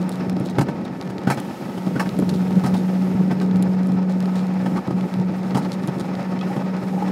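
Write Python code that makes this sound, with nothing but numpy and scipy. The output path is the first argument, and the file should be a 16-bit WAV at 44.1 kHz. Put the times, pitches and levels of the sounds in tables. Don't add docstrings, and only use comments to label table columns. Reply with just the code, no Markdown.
import sys
import numpy as np
from scipy import signal
from scipy.fft import rfft, irfft
from scipy.io import wavfile
from scipy.ndimage import uniform_filter1d

SR = 44100
rng = np.random.default_rng(int(sys.argv[2]) if len(sys.argv) > 2 else 0)


def waveform_to_disk(signal):
    frames = np.transpose(np.atleast_2d(signal))
    scaled = np.clip(frames, -1, 1) * 32767
    samples = np.round(scaled).astype(np.int16)
    wavfile.write(sys.argv[1], SR, samples)


N = 313551
TIME = np.arange(N) / SR

# (centre [Hz], width [Hz], lift [dB])
BODY_MODES = [(570, 24, 5), (691, 71, 3.5), (830, 243, 12), (924, 31, 7), (1112, 79, 4.5), (1276, 110, 10),
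              (1485, 83, 4.5), (1756, 27, 7), (1925, 66, 4.5), (2270, 110, 0.5), (2594, 100, 3.5),
              (4020, 280, 1.5), (4860, 96, 3.5), (5340, 87, 9)]
# (frequency [Hz], gain [dB])
CRACK_SPECTRUM = [(1200, -23), (2500, -0.5), (3800, 14.5), (5500, 5.5), (7000, 5), (9500, 1.5),
                  (15000, -9.5)]


def undb(db):
    return 10 ** (np.asarray(db) / 20)


def unit(x):
    return x / np.sqrt(np.mean(x ** 2))


def curve(table):
    return np.interp(TIME, *np.transpose(table))


def walk(rate_hz):
    hold = max(int(SR / rate_hz), 1)
    steps = np.repeat(rng.standard_normal(N // hold + 1), hold)
    return unit(uniform_filter1d(uniform_filter1d(steps, hold), hold)[:N])


def colour(x, spectrum, modes=()):
    size = 8192
    bins_hz = np.maximum(np.fft.rfftfreq(size, 1 / SR), 1)
    hz, db = np.transpose(spectrum)
    octaves_outside = np.maximum(np.log2(hz[0] / bins_hz), 0) + np.maximum(np.log2(bins_hz / hz[-1]), 0)
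    gain_db = np.interp(np.log(bins_hz), np.log(hz), db) - 12 * octaves_outside
    for centre_hz, width_hz, lift_db in modes:
        gain_db += lift_db / (1 + (2 * (bins_hz - centre_hz) / width_hz) ** 2)
    cepstrum = irfft(np.log(undb(gain_db)))[:size // 2]
    cepstrum[1:] *= 2
    response = irfft(np.exp(rfft(cepstrum, size)))
    return signal.fftconvolve(x, response / np.linalg.norm(response))[:N]


def impact(spectrum, modes=()):
    response = colour(np.ones(1), spectrum, modes)
    return response / np.abs(response).max()


def grains(rate_hz, spread_db):
    sizes = undb(spread_db * np.clip(rng.standard_normal(N), -2, 2)) * rng.choice([-1, 1], N)
    return unit(sizes * (rng.random(N) < rate_hz / SR))


def bursts(times_s, levels_db, lengths_s, rise_s, overshoot):
    power = np.zeros(N)
    for time_s, db, length_s in zip(times_s, levels_db, lengths_s):
        start = max(int(time_s * SR), 0)
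        age_s = TIME[:min(SR // 4, N - start)]
        hardness = undb((db - max(levels_db)) / 2)
        attack = 1 - np.exp(-age_s * hardness / rise_s)
        strike = 1 + overshoot * hardness * np.exp(-age_s / .005)
        decay = np.exp(-.5 * (age_s / length_s) ** 2)
        power[start:start + len(age_s)] += (undb(db) * attack * strike * decay) ** 2
    return np.sqrt(power)


def even(x, span_s):
    return x / np.sqrt(uniform_filter1d(x ** 2, max(int(span_s * SR), 2)) + 1e-12)


def hum(load):
    # (time [s], relative level [dB])
    levels = [(0, -22.5), (.25, -25), (.55, -27), (.7, -31), (.95, -37.5), (1.25, -31), (1.55, -43),
              (1.8, -24.5), (2, -27), (2.1, -25), (2.4, -20), (3.7, -17.5), (4.7, -21), (5.5, -22),
              (5.68, -28.5), (6.1, -26), (7.11, -23)]
    # (time [s], frequency [Hz])
    pitches = [(0, 182.5), (.7, 187.3), (2.2, 184.5), (3, 185.6), (4.5, 185.2), (7.1, 186.2)]
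    level_db = curve(levels)
    phase = 2 * np.pi * np.cumsum(curve(pitches) + .5 * walk(24.6)) / SR
    flutter_db = (.23 + .095 * (-10.5 - level_db)) * walk(35)
    return np.sqrt(2) * np.sin(phase) * undb(level_db - .24 + flutter_db) * load


def rumble(load):
    # (time [s], relative level [dB])
    shake = [(0.0, -35), (0.59, -32), (0.73, -33.5), (1.84, -35.5), (2.06, -31.5), (2.49, -31.5),
             (2.97, -33.5), (3.25, -31), (4.47, -33.5), (4.75, -32.5), (5.27, -32), (5.54, -32),
             (6.46, -34), (7.11, -33.5)]
    # (frequency [Hz], gain [dB])
    boom_spectrum = [(25, -43), (42, -18), (65, -20), (95, -9), (128, -1.5), (160, 1.5), (190, -3),
                     (300, -38.5)]
    # (frequency [Hz], gain [dB])
    shell_spectrum = [(110, -22), (170, 2), (210, 2.5), (260, -1), (340, -6), (450, -10), (560, -12.5),
                      (700, -21.5), (1500, -52.5)]
    first_support_s, spacing_s, half_width_s = .277, .41, .011
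    from_support_s = (TIME - first_support_s + spacing_s / 2) % spacing_s - spacing_s / 2
    swell_db = 7.5 * np.exp(-(from_support_s / half_width_s) ** 2)
    shake_db = curve(shake)
    boom_db = -32.5 + 2.7 * (shake_db + 32) + swell_db
    shell_db = shake_db + 4 + .25 * swell_db
    jolts = undb(walk(30)) * np.sqrt(load)
    boom = colour(rng.standard_normal(N), boom_spectrum)
    shell_modes = [(187, 27, -4.5), (374, 48, 2.5)]
    shell = colour(grains(rate_hz=1500, spread_db=3), shell_spectrum, shell_modes)
    return jolts * (boom * undb(boom_db) + shell * undb(shell_db))


def wheels(roar_db):
    # (frequency [Hz], gain [dB])
    spectrum = [(250, -31), (500, 9), (700, -0.5), (900, -2), (1010, -4.5), (1400, -4), (2300, -5),
                (3000, -14), (5200, -16.5), (6200, -23), (15000, -58)]
    turn_hz = 17 * (1 + .1484 * walk(6))
    throb_db = np.interp(TIME, [4, 6], [.9, 2]) * np.sin(2 * np.pi * np.cumsum(turn_hz) / SR)
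    grit = grains(rate_hz=6000, spread_db=1.5) * undb(roar_db - .16 + throb_db + 1.56 * walk(60))
    return colour(grit, spectrum, BODY_MODES)


def airstream(roar_db):
    # (frequency [Hz], gain [dB])
    spectrum = [(1000, -26), (3000, 1), (5200, -12.5), (6500, -3.5), (9000, -7.5), (12300, -8),
                (15500, -17)]
    hiss = colour(grains(rate_hz=24000, spread_db=-2), spectrum)
    level_db = -55.5 + 1.57 * (roar_db + 34.5)
    return hiss * undb(level_db + 2 * walk(25))


def rattles():
    # (time [s], level [dB], length [s])
    fits = [(0.011, -44.5, 0.0081), (0.116, -45.5, 0.018), (0.452, -44.5, 0.019), (0.495, -43.5, 0.015),
            (0.848, -48, .01), (2.294, -40, 0.0084), (2.338, -44, 0.017), (2.738, -42, 0.012),
            (2.765, -44.5, 0.027), (3.414, -47, 0.021), (4.094, -51, .035), (4.355, -46, 0.049),
            (5.623, -47.5, .02), (5.728, -41.5, 0.014), (6.002, -43, 0.013), (6.386, -55, .02)]
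    clicks = even(grains(rate_hz=1500, spread_db=3), span_s=.02)
    chatter = clicks * bursts(*np.transpose(fits), rise_s=.0003, overshoot=.52)
    strays = grains(rate_hz=45, spread_db=6.5) * undb(-62)
    return colour(chatter + strays, CRACK_SPECTRUM)


def ticks():
    # (time [s], relative level [dB], snap re click [dB])
    touches = [(.0933, -21, 7), (.1572, -29, -6), (0.297, -20.5, -10), (.3673, -30, -14), (.3993, -32, 7),
               (.459, -33, -8), (.488, -29, -18), (.4991, -34, -9), (.555, -35, -18), (0.593, -19, -5),
               (.6134, -24, 2), (0.688, -31, -18), (.8805, -33, -22), (1.0128, -23.5, -13),
               (1.0256, -29, -6), (1.076, -31, -17), (1.1821, -24.5, -17), (1.346, -29, 2),
               (1.4012, -22.5, 8), (2.0919, -21.5, -14), (2.1678, -31, -15), (2.1898, -23.5, 7),
               (2.1993, -27, 3), (2.2923, -20, -8), (2.2941, -22, -6), (2.2985, -22, -8),
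               (2.3613, -29, -14), (2.7451, -28, -12), (3.4009, -26, -17), (3.5122, -29, -20),
               (3.5592, -27, -7), (3.5688, -32, -3), (3.6254, -20.5, 4), (3.629, -26, 2),
               (3.8708, -30.5, 2), (4.2044, -25, -6), (4.257, -25, -13), (4.3937, -27.5, -16),
               (5.0102, -26.5, -13), (5.1402, -24, -10), (5.1993, -29, -13), (5.5087, -29, -14),
               (5.6501, -29, -14), (5.7193, -20, -12), (5.8754, -23, 1), (5.9976, -26, -1),
               (6.0098, -30, -10), (6.1528, -28, -18), (6.3913, -28, -26), (6.4121, -29, -28),
               (6.4148, -30, -26)]
    # (frequency [Hz], gain [dB])
    click_spectrum = [(900, -12), (2000, 1), (3000, -2.5), (4200, 1.5), (5500, -5.5), (7000, -16),
                      (11000, -26), (15000, -44)]
    # (frequency [Hz], gain [dB])
    snap_spectrum = [(5800, -23), (7500, 0), (8600, -5), (9900, 2), (12000, -6.5), (13000, -7.5),
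                     (15500, -19)]
    pitch_scatter, buzz_db, buzz_decay_s = .056, -17, .0023
    out, age_s = np.zeros(N + SR), TIME[:SR // 60]
    for time_s, db, snap_db in touches:
        jitter = rng.uniform(-1.2, 1, len(age_s))
        detune = [1 + pitch_scatter * jitter[0], 1]
        click = impact(np.multiply(click_spectrum, detune))
        snap = impact(np.multiply(snap_spectrum, detune))
        part = click + undb(snap_db) * snap
        force = (age_s == 0) + undb(buzz_db) * jitter * np.exp(-age_s / buzz_decay_s)
        tick = signal.fftconvolve(part / np.abs(part).max(), force)
        start = int(time_s * SR)
        out[start:start + len(tick)] += undb(db + 2) * tick
    return out[:N]


def contacts():
    # (time [s], thud [dB], clang [dB], knock [dB])
    bumps = [(0.331, -16, -56, -36), (.365, -16.5, -37, -22), (.403, -12.5, -35, -31),
             (1.097, -33, -28.5, -30), (1.183, -17, -33.5, -26), (1.775, -22, -28.5, -22),
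             (1.867, -15.5, -32, -26), (2.186, -9, -36, -17.5), (2.2211, -9, -42, -14),
             (2.504, -13, -52, -20), (3.15, -12.5, -45, -32), (3.2, -23, -40, -26), (3.882, -18, -33, -26),
             (4.768, -33, -26.5, -25), (4.876, -13, -39, -14.5), (4.9052, -17.5, -31, -17),
             (5.2087, -21, -36, -20), (5.878, -16.5, -26.5, -27), (6.19, -38, -33, -18),
             (6.561, -16, -29, -17), (7.0215, -39, -31, -16), (7.076, -28, -29.5, -22)]
    # (time [s], thud [dB], clang [dB], knock [dB],
    # bounce delay [s], bounce thud [dB], bounce clang [dB], bounce knock [dB],
    # rear clang [dB], ring re clang [dB], chatter length [s])
    joints = [(0.582, -10, -20, -8.5, 0.027, -13.5, -21.5, -10.5, -28.5, -0.5, 0.015),
              (1.2705, -13, -23.5, -12, 0.029, -21, -17.5, -11, -26.5, -3, 0.024),
              (1.955, -13.5, -32, -23, .04, -29, -20.5, -20, -31.5, 3, 0.021),
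              (2.637, -14.5, -23.5, -21, .022, -25, -23.5, -20, -27.5, -6, 0.02),
              (3.309, -19, -28, -16, 0.012, -37, -37, -25, -32, 3.5, 0.017),
              (4.657, -23.5, -28, -23, 0.035, -36, -48, -29, -31, 1.5, 0.017),
              (5.546, -14.5, -21, -15, 0.023, -21, -23.5, -10.5, -32.5, -10, 0.02)]
    rear_lag_s = .101
    # (time [s], thud [dB], clang [dB], knock [dB], ring [dB], crack [dB], length [s])
    rows = [(time_s, thud, clang, knock, clang - 12, clang - 21, .012)
            for time_s, thud, clang, knock in bumps]
    for (time_s, thud, clang, knock, bounce_s, bounce_thud, bounce_clang, bounce_knock,
         rear_clang, ring, length_s) in joints:
        strike = (time_s, thud, clang, knock, clang + ring, clang - 21, length_s)
        bounce = (time_s + bounce_s, bounce_thud, bounce_clang, bounce_knock,
                  bounce_clang + ring, bounce_clang - 12.5, length_s)
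        rear = (time_s + rear_lag_s, rear_clang + 5.5, rear_clang, knock - 8.5,
                rear_clang + ring, rear_clang - 21, length_s)
        rows += [strike, bounce, rear]
    return rows


def pushes(times_s, levels_db):
    delay_s = .004007
    out = np.zeros(N)
    out[np.minimum(((times_s + delay_s) * SR).astype(int), N - 1)] = undb(levels_db)
    return out


def sway(times_s, levels_db):
    sway_hz, peak_s = 137.4, .01
    out, age_s = np.zeros(N + SR), TIME[:SR // 6]
    envelope = age_s / peak_s * np.exp(1 - age_s / peak_s)
    swing = np.sqrt(2) * np.sin(2 * np.pi * sway_hz * age_s) * envelope
    for time_s, db in zip(times_s, levels_db):
        start = int(time_s * SR)
        out[start:start + len(age_s)] += undb(db) * swing
    return out[:N]


def blows():
    # (frequency [Hz], gain [dB])
    thud_spectrum = [(100, -31.5), (160, -2.5), (210, 10), (280, 3), (420, -8.5), (600, -16.5), (1500, -42)]
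    # (frequency [Hz], gain [dB])
    knock_spectrum = [(110, -12), (200, -0.5), (300, 1.5), (450, -1.5), (800, -15), (1500, -21.5),
                      (3000, -42), (6000, -51)]
    # (frequency [Hz], gain [dB])
    clang_spectrum = [(200, -16), (300, 7.5), (500, 6.5), (800, 7.5), (1020, 4), (1650, 0.5), (2400, -7),
                      (3200, 1), (7000, -15)]
    # (frequency [Hz], gain [dB])
    rail_spectrum = [(600, -8), (1100, 5), (1800, 6), (2800, -6.5), (5500, -19), (9000, -29)]
    # (centre [Hz], width [Hz], lift [dB])
    rail_modes = [(1115, 84, 15.3), (1297, 85, 10), (1543, 71, 15.4), (1770, 50, 9), (2200, 90, 12),
                  (2460, 58, 10.5), (2640, 60, 15), (2890, 46, 17), (5150, 100, 18)]
    times_s, thud_db, clang_db, knock_db, ring_db, crack_db, lengths_s = np.transpose(contacts())
    shell = even(colour(rng.standard_normal(N), thud_spectrum), span_s=.03)
    thud = shell * bursts(times_s, thud_db, lengths_s, rise_s=.00095, overshoot=.28)
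    boom = sway(times_s, thud_db + .66 * clang_db + 9)
    knock = signal.fftconvolve(pushes(times_s, knock_db), impact(knock_spectrum, BODY_MODES))[:N]
    chatter = even(grains(rate_hz=3000, spread_db=4), span_s=.005)
    clang_force = chatter * bursts(times_s, clang_db, lengths_s, rise_s=.001, overshoot=.5)
    ring_force = chatter * bursts(times_s, ring_db, lengths_s / 2, rise_s=.001, overshoot=.5)
    crack_force = chatter * bursts(times_s, crack_db, lengths_s, rise_s=.0006, overshoot=.5)
    clang = colour(clang_force, clang_spectrum, BODY_MODES)
    ring = colour(ring_force + pushes(times_s, ring_db + 22), rail_spectrum, rail_modes)
    crack = colour(crack_force, CRACK_SPECTRUM, BODY_MODES)
    return knock + boom + undb(-4.5) * thud + undb(-3) * clang + undb(-7.5) * ring + undb(-1.5) * crack


def metal_pings():
    # (time [s], pitch [Hz], level [dB], length [s])
    pings = [(0.847, 3670, -46, 0.009), (1.27, 1490, -28.5, 0.013), (1.318, 2300, -31.5, 0.014),
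             (1.959, 1487, -30, 0.0092), (1.995, 1733, -25, 0.0073), (1.995, 2950, -35, .007),
             (1.997, 1150, -27.5, .007), (1.994, 5480, -41, 0.023), (4.778, 1243, -26.5, 0.009),
             (5.579, 900, -24, 0.0063), (6.388, 3050, -44, .008), (6.409, 2580, -39, .008),
             (6.41, 3360, -38, 0.0066), (6.41, 1286, -34, .01), (6.502, 830, -28, 0.016),
             (6.925, 800, -30.5, .013), (6.974, 806, -29, 0.013), (7.021, 820, -22.5, 0.011)]
    out = np.zeros(N)
    for time_s, hz, db, length_s in pings:
        phase = 2 * np.pi * np.cumsum(hz * (1 + .028 * walk(500))) / SR
        envelope = bursts([time_s], [db], [length_s], rise_s=.0015, overshoot=0)
        out += np.sqrt(2) * np.sin(phase) * envelope
    return out


def tunnel():
    # (frequency [Hz], gain [dB])
    spectrum = [(1500, -4), (2700, 5.5), (4000, 2.5), (6500, -1.5), (9000, -5), (12300, -4.5),
                (15500, -10.5)]
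    entry_s, attack_s, exit_s, release_s = 1.24, .18, 3, .56
    inside = np.interp(TIME, [entry_s, entry_s + attack_s, exit_s, exit_s + release_s], [0, 1, 1, 0])
    return colour(rng.standard_normal(N), spectrum) * inside * undb(-51.5 + .5 * walk(6.46))


def scene():
    # (time [s], relative level [dB])
    roar = [(0.0, -35), (0.83, -39), (1.76, -37.5), (2.55, -36), (4.0, -37.5), (4.47, -35.5), (5.17, -36.5),
            (6.63, -35), (6.97, -35.5), (7.11, -33.5)]
    # (time [s], half width [s], change [dB])
    load_changes = [(2.12, 0.033, -2.5), (2.275, .015, 0), (2.576, 0.012, 8.5), (2.615, 0.017, -4.5),
                    (3.205, 0.018, 8), (3.365, 0.034, -3.5), (4.843, 0.045, -17.5), (5.10, 0.035, -10),
                    (5.365, 0.039, -6), (6.55, 0.03, -8)]
    roar_db = curve(roar)
    load = undb(sum(db * np.exp(-((TIME - time_s) / half_width_s) ** 2)
                    for time_s, half_width_s, db in load_changes))
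    rolling = hum(load) + rumble(load) + wheels(roar_db)
    hiss = airstream(roar_db) + tunnel()
    return (rolling + hiss + blows() + metal_pings() + rattles() + ticks())[None]


def record(dry):
    low_cut_hz, high_cut_hz = 65, 15750
    thinned = signal.sosfilt(signal.butter(3, low_cut_hz, "high", fs=SR, output="sos"), dry)
    return signal.sosfilt(signal.ellip(10, .2, 80, high_cut_hz, fs=SR, output="sos"), thinned)


dry = scene()
out = record(dry)
waveform_to_disk(out)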